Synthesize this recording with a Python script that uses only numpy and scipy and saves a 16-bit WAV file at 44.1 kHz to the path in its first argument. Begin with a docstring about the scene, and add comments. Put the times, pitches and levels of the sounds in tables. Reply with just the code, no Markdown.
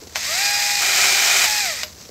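"""Electric chain saw in an orchard

The trigger clicks; the chain winds up, bites into a branch, runs free and winds down to further clicks.
Chain and wood are noise puffs, one per link or tooth, through filters and resonances; the whine is sines.
Noise makes leaves, soft steps, a last dull click and background, wavering sines a low hum.
Both channels are identical."""
import sys
import numpy as np
from scipy import signal
from scipy.fft import rfft, irfft
from scipy.io import wavfile
from scipy.ndimage import map_coordinates

SR = 44100
rng = np.random.default_rng(int(sys.argv[2]) if len(sys.argv) > 2 else 0)


def put_to_file(sound):
    """Save the sound as 16-bit audio at rate SR, in the file named by the first command-line argument."""
    columns = np.atleast_2d(sound).T  # one column per channel
    safe = np.clip(columns, -1, 1)
    whole_steps = np.round(safe * 32767)
    wavfile.write(sys.argv[1], SR, whole_steps.astype(np.int16))


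N = 92610


def undb(db):
    """Amplitude factor of a level in dB."""
    return 10 ** (np.asarray(db) / 20)


def unit(x):
    """Scale to an RMS of 1."""
    return x / np.sqrt(np.mean(x ** 2))


def clock():
    """Time of each sample in seconds."""
    return np.arange(N) / SR


def curve(rows):
    """Straight lines through (seconds, value) rows."""
    return np.interp(clock(), *np.array(rows).T)


def walk(rate_hz):
    """Smooth random wandering through knots of spread 1, rate_hz knots per second."""
    knots = rng.standard_normal(4096)
    return map_coordinates(knots, [clock() * rate_hz], order=3, mode="wrap")


def colour(x, points):
    """Minimum-phase filter through (Hz, dB) points that keeps the power of white noise."""
    hz, db = np.array(points).T
    size = 4096
    f = np.maximum(np.fft.rfftfreq(size, 1 / SR), 1)
    gain = undb(np.interp(np.log(f), np.log(hz), db))
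    # fold the cepstrum to make the response causal
    cepstrum = irfft(np.log(gain))
    cepstrum[1:size // 2] *= 2
    cepstrum[size // 2 + 1:] = 0
    response = irfft(np.exp(rfft(cepstrum)))
    return signal.fftconvolve(x, response / np.linalg.norm(response))[:N]


def pulses(rate_hz, scatter_db, jitter_cycles):
    """One impact per cycle, uneven in size and in time."""
    turns = np.cumsum(rate_hz) / SR
    size, late = rng.standard_normal((16000, 2))[:int(turns[-1])].T
    at = np.interp(np.arange(len(size)) + jitter_cycles * late, turns, np.arange(N))
    return np.bincount(at.astype(int), undb(scatter_db * np.minimum(size, 2)), N)


def puffs(hits, decay_s):
    """A short burst of noise after each impact, at unit level overall."""
    envelope = signal.lfilter([1], [1, -np.exp(-1 / (decay_s * SR))], hits)
    return unit(envelope * rng.standard_normal(N))


def bursts(rows):
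    """Noise that starts sharply and dies away for each (start s, dB, decay s) row."""
    t = clock()
    envelope = sum(undb(db) * (t >= s) * np.exp(-np.abs(t - s) / decay_s) for s, db, decay_s in rows)
    return rng.standard_normal(N) * envelope


def ring(x, hz, width_hz):
    """One resonance, at unit level."""
    return unit(signal.lfilter(*signal.iirpeak(hz, hz / width_hz, SR), x))


# Distant background colour. Each row: frequency in Hz, gain in dB.
AIR_COLOUR = [(25, -19), (50, -11), (75, 2), (120, -1.5), (180, -1), (260, -6.5), (500, -6), (1000, -19.5),
              (4000, -21)]
AIR_DB = -48


def background():
    """Steady coloured noise."""
    return undb(AIR_DB) * colour(rng.standard_normal(N), AIR_COLOUR)


# Distant hum. Each row: frequency in Hz, mean level in dB.
HUM_TONES = [(71, -56), (87, -59), (143, -63), (214, -60)]


def hum():
    """Low sines that waver in level and phase."""
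    out = np.zeros(N)
    for hz, db in HUM_TONES:
        level = np.sqrt(2) * undb(db + 2 * walk(9.2))
        out += level * np.sin(2 * np.pi * hz * clock() + .6 * walk(5.1))
    return out


# Crisp leaves. Each row: start in seconds, level in dB, decay in seconds.
CRUNCHES = [(.015, -42, .004), (.036, -41, .004), (.071, -36, .007), (.122, -41, .005), (1.925, -42, .004),
            (2.015, -46, .015)]
# Leaf colour. Each row: frequency in Hz, gain in dB.
LEAF_COLOUR = [(300, -4.5), (600, -2.5), (1200, -3), (3200, -5.5), (4600, 1), (6000, 2.5), (7800, -3),
               (9800, -32.5), (13000, -11.5), (15500, -33)]
LEAVES_DB, LEAF_SWELL_DB, LEAF_SWELL_HZ = -44, 1.2, 25.77
LEAF_RATE_HZ, LEAF_SCATTER_DB, LEAF_JITTER_CYCLES, LEAF_DECAY_S = 500., 3.5, .98, .0045


def leaves():
    """Many small irregular impacts rustle, with single crunches among them."""
    hits = pulses(np.full(N, LEAF_RATE_HZ), LEAF_SCATTER_DB, LEAF_JITTER_CYCLES)
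    rustle = puffs(hits, LEAF_DECAY_S)
    swell = undb(LEAVES_DB + LEAF_SWELL_DB * walk(LEAF_SWELL_HZ))
    return colour(rustle * swell + bursts(CRUNCHES), LEAF_COLOUR)


# Soft steps in the undergrowth, and in the last row a short, dull click.
# Each row: start in seconds, level in dB, decay in seconds.
STEPS_AND_LAST_CLICK = [(.02, -42.5, 0.06), (.066, -45, 0.0053), (.8, -38, 0.01), (2.092, -32, .003)]
# Colour of both. Each row: frequency in Hz, gain in dB.
DULL_COLOUR = [(60, -12), (200, -3), (420, 9), (800, -6), (2500, -29), (8000, -38)]


def steps_and_last_click():
    """Decaying noise bursts with a dull colour."""
    return colour(bursts(STEPS_AND_LAST_CLICK), DULL_COLOUR)


# Clicks of trigger and drive. Each row: start in seconds, level in dB, decay in seconds.
CLICKS = [(.146, -38, .004), (.1578, -15, .0035), (.164, -18, .003), (.1735, -24, .003),
          (1.833, -12.5, .0017), (1.8365, -22, .004)]
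# Click colour. Each row: frequency in Hz, gain in dB.
CLICK_COLOUR = [(200, -20), (400, -9), (620, 1), (1400, -1), (2200, 4), (3500, 2), (6300, 0), (8500, -11),
                (10000, -20), (15000, -23)]
# Ring after each click. Each row: nominal frequency in Hz, level against the click in dB, T60 in seconds.
CLICK_RING = [(614, -22, .15), (5120, -20, .11), (12790, -23, .15)]


def trigger():
    """Sharp clacks at start and stop, each with a thin, slightly detuned metallic ring."""
    out = colour(bursts(CLICKS), CLICK_COLOUR)
    for s, db, _ in CLICKS:
        age_s = np.maximum(clock() - s, 0)
        for hz, mode_db, t60_s in CLICK_RING:
            mode_hz = hz * (1 + .003 * rng.standard_normal())
            decay = np.exp(-np.log(1000) * age_s / t60_s)
            out = out + undb(db + mode_db) * decay * np.sin(2 * np.pi * mode_hz * age_s)
    return out


# Chain rattle level. 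Each row: time in seconds, level in dB.
RATTLE_LEVEL = [(.18, -27), (.25, -24.5), (.34, -22.5), (.44, -21.5), (.56, -23), (.74, -22.5), (1.0, -20),
                (1.46, -20), (1.6, -23), (1.68, -24.5), (1.8, -29)]
# Rattle colour. Each row: frequency in Hz, gain in dB.
RATTLE_COLOUR = [(200, -28), (520, -18.5), (670, -12.5), (940, -8), (1090, -16.5), (1280, -12.5),
                 (1520, -13.5), (1850, -2), (2450, 2.5), (2950, -6.5), (4200, 0), (5200, 1), (6000, -0.5),
                 (7700, -1.5), (8800, -9.5), (10100, -19.5), (12800, -8.5), (15500, -22)]
# Resonances of housing and cover. Each row: frequency in Hz, width in Hz, level in dB before RATTLE_LEVEL.
HOUSING = [(671, 55, -24.5), (1295, 140, -22.5), (1927, 290, -9.5), (2670, 52, -30.5), (3645, 120, -20.5),
           (3920, 30, -17.5), (4596, 390, -16.5), (5040, 370, -12), (6440, 87, -16.5), (7320, 150, -22)]
LINK_SCATTER_DB, LINK_JITTER_CYCLES, KNOCK_DECAY_S = 2.5, .08, .0007
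SLIDE_SHARE, CHATTER_DB, CHATTER_HZ = 1, .4, 134.2
FREE_HZ, BRIGHT_HZ, SLOW_DULL_DB = 819, 6900, -5  # treble above BRIGHT_HZ dulls below FREE_HZ


def rattle(rate_hz):
    """Links knock on the sprocket and slide along the bar, brighter with speed; the housing rings."""
    knocks = puffs(pulses(rate_hz, LINK_SCATTER_DB, LINK_JITTER_CYCLES), KNOCK_DECAY_S)
    slide = SLIDE_SHARE * rng.standard_normal(N)
    drive = unit(knocks + slide) * undb(CHATTER_DB * walk(CHATTER_HZ))
    housing = np.zeros(N)
    for hz, width_hz, db in HOUSING:
        scrambled = drive * rng.choice([-1, 1], N)  # random signs: the modes ring independently
        housing += undb(db) * ring(scrambled, hz, width_hz)
    noise = colour(drive, RATTLE_COLOUR)
    highpass = signal.butter(2, BRIGHT_HZ, "high", fs=SR, output="sos")
    treble = signal.sosfiltfilt(highpass, noise)
    treble_gain = undb(SLOW_DULL_DB * (1 - rate_hz / FREE_HZ))
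    noise = noise + treble * (treble_gain - 1)
    return (noise + housing) * undb(curve(RATTLE_LEVEL))


# Sprocket whine. Each row: time in seconds, fundamental, second and third harmonic level in dB.
WHINE_LEVEL = [(.2, -64, -56, -60), (.265, -49, -47, -48), (.305, -34.5, -39, -39), (.42, -32, -34, -29.5),
               (.56, -32, -33, -31), (.80, -33.5, -44, -32), (.85, -41, -43, -28.5), (1.15, -37, -40, -27),
               (1.44, -40, -40, -30), (1.475, -30.5, -37, -32), (1.62, -34, -36, -31),
               (1.70, -33.5, -37, -34), (1.755, -48, -51, -52), (1.82, -66, -60, -62)]
# Shrill sixth harmonic. Each row: time in seconds, level in dB.
SHRILL_LEVEL = [(.36, -48), (.44, -29), (.605, -30), (.67, -39), (.9, -43), (1.45, -42), (1.55, -35),
                (1.615, -31), (1.68, -48)]
FIFTH_DB = -7.5  # against the third harmonic
FLUTTER_DB, FLUTTER_HZ = 2.0, 90


def whine(rate_hz):
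    """Harmonics of the link rate: a clean fundamental under fluttering overtones."""
    phase = 2 * np.pi * np.cumsum(rate_hz) / SR
    times, *columns = np.array(WHINE_LEVEL).T
    first_db, second_db, third_db = (np.interp(clock(), times, db) for db in columns)
    overtones = [(2, second_db), (3, third_db), (5, third_db + FIFTH_DB), (6, curve(SHRILL_LEVEL))]
    tone = undb(first_db) * np.sin(phase)
    for k, db in overtones:
        level = undb(db + FLUTTER_DB * walk(FLUTTER_HZ))
        tone = tone + level * np.sin(k * phase + rng.uniform(0, 2 * np.pi))
    return np.sqrt(2) * tone


# Tearing wood colour. Each row: frequency in Hz, gain in dB.
WOOD_COLOUR = [(200, -20), (340, -26), (500, -10.5), (720, 3.5), (950, -3), (1130, -2), (1400, 5),
               (1750, 2), (2200, 2.5), (2750, -1), (3100, -7), (4500, -1.5), (7500, 2), (10100, -17.5),
               (12800, -11.5), (15500, -14)]
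# Resonances of bar and branch. Each row: frequency in Hz, width in Hz, level against each other in dB.
BAR_MODES = [(389.3, 18, -5), (731, 25, -1.5), (1370, 190, -17), (2240, 110, 7), (2440, 120, 7),
             (3005, 150, 8), (3830, 21, 0)]
WOOD_DB, BAR_DB = -22, -25.5  # at a bite of 0 dB
TOOTH_SCATTER_DB, TOOTH_JITTER_CYCLES, TEAR_DECAY_S = 2.5, .07, .0019
JUDDER_DB, JUDDER_HZ = 1.3, 260


def cut(rate_hz, bite):
    """Every second link carries a tooth that tears the wood and rings bar and branch."""
    teeth = pulses(rate_hz / 2, TOOTH_SCATTER_DB, TOOTH_JITTER_CYCLES)
    teeth = teeth * undb(JUDDER_DB * walk(JUDDER_HZ))
    tear = puffs(teeth, TEAR_DECAY_S)
    drive = tear + .5 * unit(teeth)
    body = sum(undb(db) * ring(drive, hz, width_hz) for hz, width_hz, db in BAR_MODES)
    return bite * (undb(WOOD_DB) * colour(tear, WOOD_COLOUR) + undb(BAR_DB) * unit(body))


TREES_DB, TREES_DECAY_S, TREES_LAG_S = -11, .022, .004


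def trees(x):
    """A brief scatter from the ground and nearby trunks: a decaying noise response added to the sound."""
    t = clock()[:SR // 5]
    echoes = rng.standard_normal(len(t)) * (t > TREES_LAG_S) * np.exp(-t / TREES_DECAY_S)
    return x + undb(TREES_DB) * signal.fftconvolve(x, echoes / np.linalg.norm(echoes))[:N]


# Nominal chain speed. Each row: time in seconds, links over the sprocket per second.
CHAIN_SPEED = [(.16, 270), (.2, 400), (.25, 525), (.306, 625), (.39, 775), (.422, 811), (.53, 819),
               (.79, 818), (.82, 805), (.885, 794), (.935, 812), (1.01, 792), (1.2, 804), (1.33, 809),
               (1.42, 812), (1.468, 851), (1.6, 831), (1.626, 812), (1.696, 662), (1.742, 570),
               (1.835, 390)]
# How hard the teeth bite into the branch. Each row: time in seconds, level in dB.
BITE_LEVEL = [(.76, -26), (.83, -5), (.89, -5), (.93, -5), (.98, 0.5), (1.05, 1.5), (1.18, -3),
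              (1.28, -0.5), (1.44, 0), (1.462, -2), (1.485, -28)]
START_S, STOP_S, SPIN_UP_S, BRAKE_S = .1453, 1.838, .011, .0046  # BRAKE_S: decay time constant
WHINE_WOBBLE, CUT_WOBBLE = .001, .005  # shares of chain speed


def scene():
    """The saw runs between the start and stop clicks; its speed wobbles more as it bites."""
    t = clock()
    fade_in = np.clip((t - START_S) / SPIN_UP_S, 0, 1)
    running = fade_in * np.exp(-np.maximum(t - STOP_S, 0) / BRAKE_S)
    bite = undb(curve(BITE_LEVEL))
    wobble = WHINE_WOBBLE * walk(50) + CUT_WOBBLE * bite * walk(60)
    rate_hz = curve(CHAIN_SPEED) * (1 + wobble)
    clatter = running * (rattle(rate_hz) + cut(rate_hz, bite)) + trigger()
    saw = trees(clatter) + running * whine(rate_hz)
    surroundings = leaves() + hum() + steps_and_last_click() + background()
    return np.tile(saw + surroundings, (2, 1))


TOP_HZ = 15700


def record(dry):
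    """Soft saturation rounds the highest peaks; a steep low-pass cuts the top."""
    lowpass = signal.ellip(12, .2, 80, TOP_HZ, fs=SR, output="sos")
    return signal.sosfilt(lowpass, np.tanh(dry))


dry = scene()
out = record(dry)
put_to_file(out)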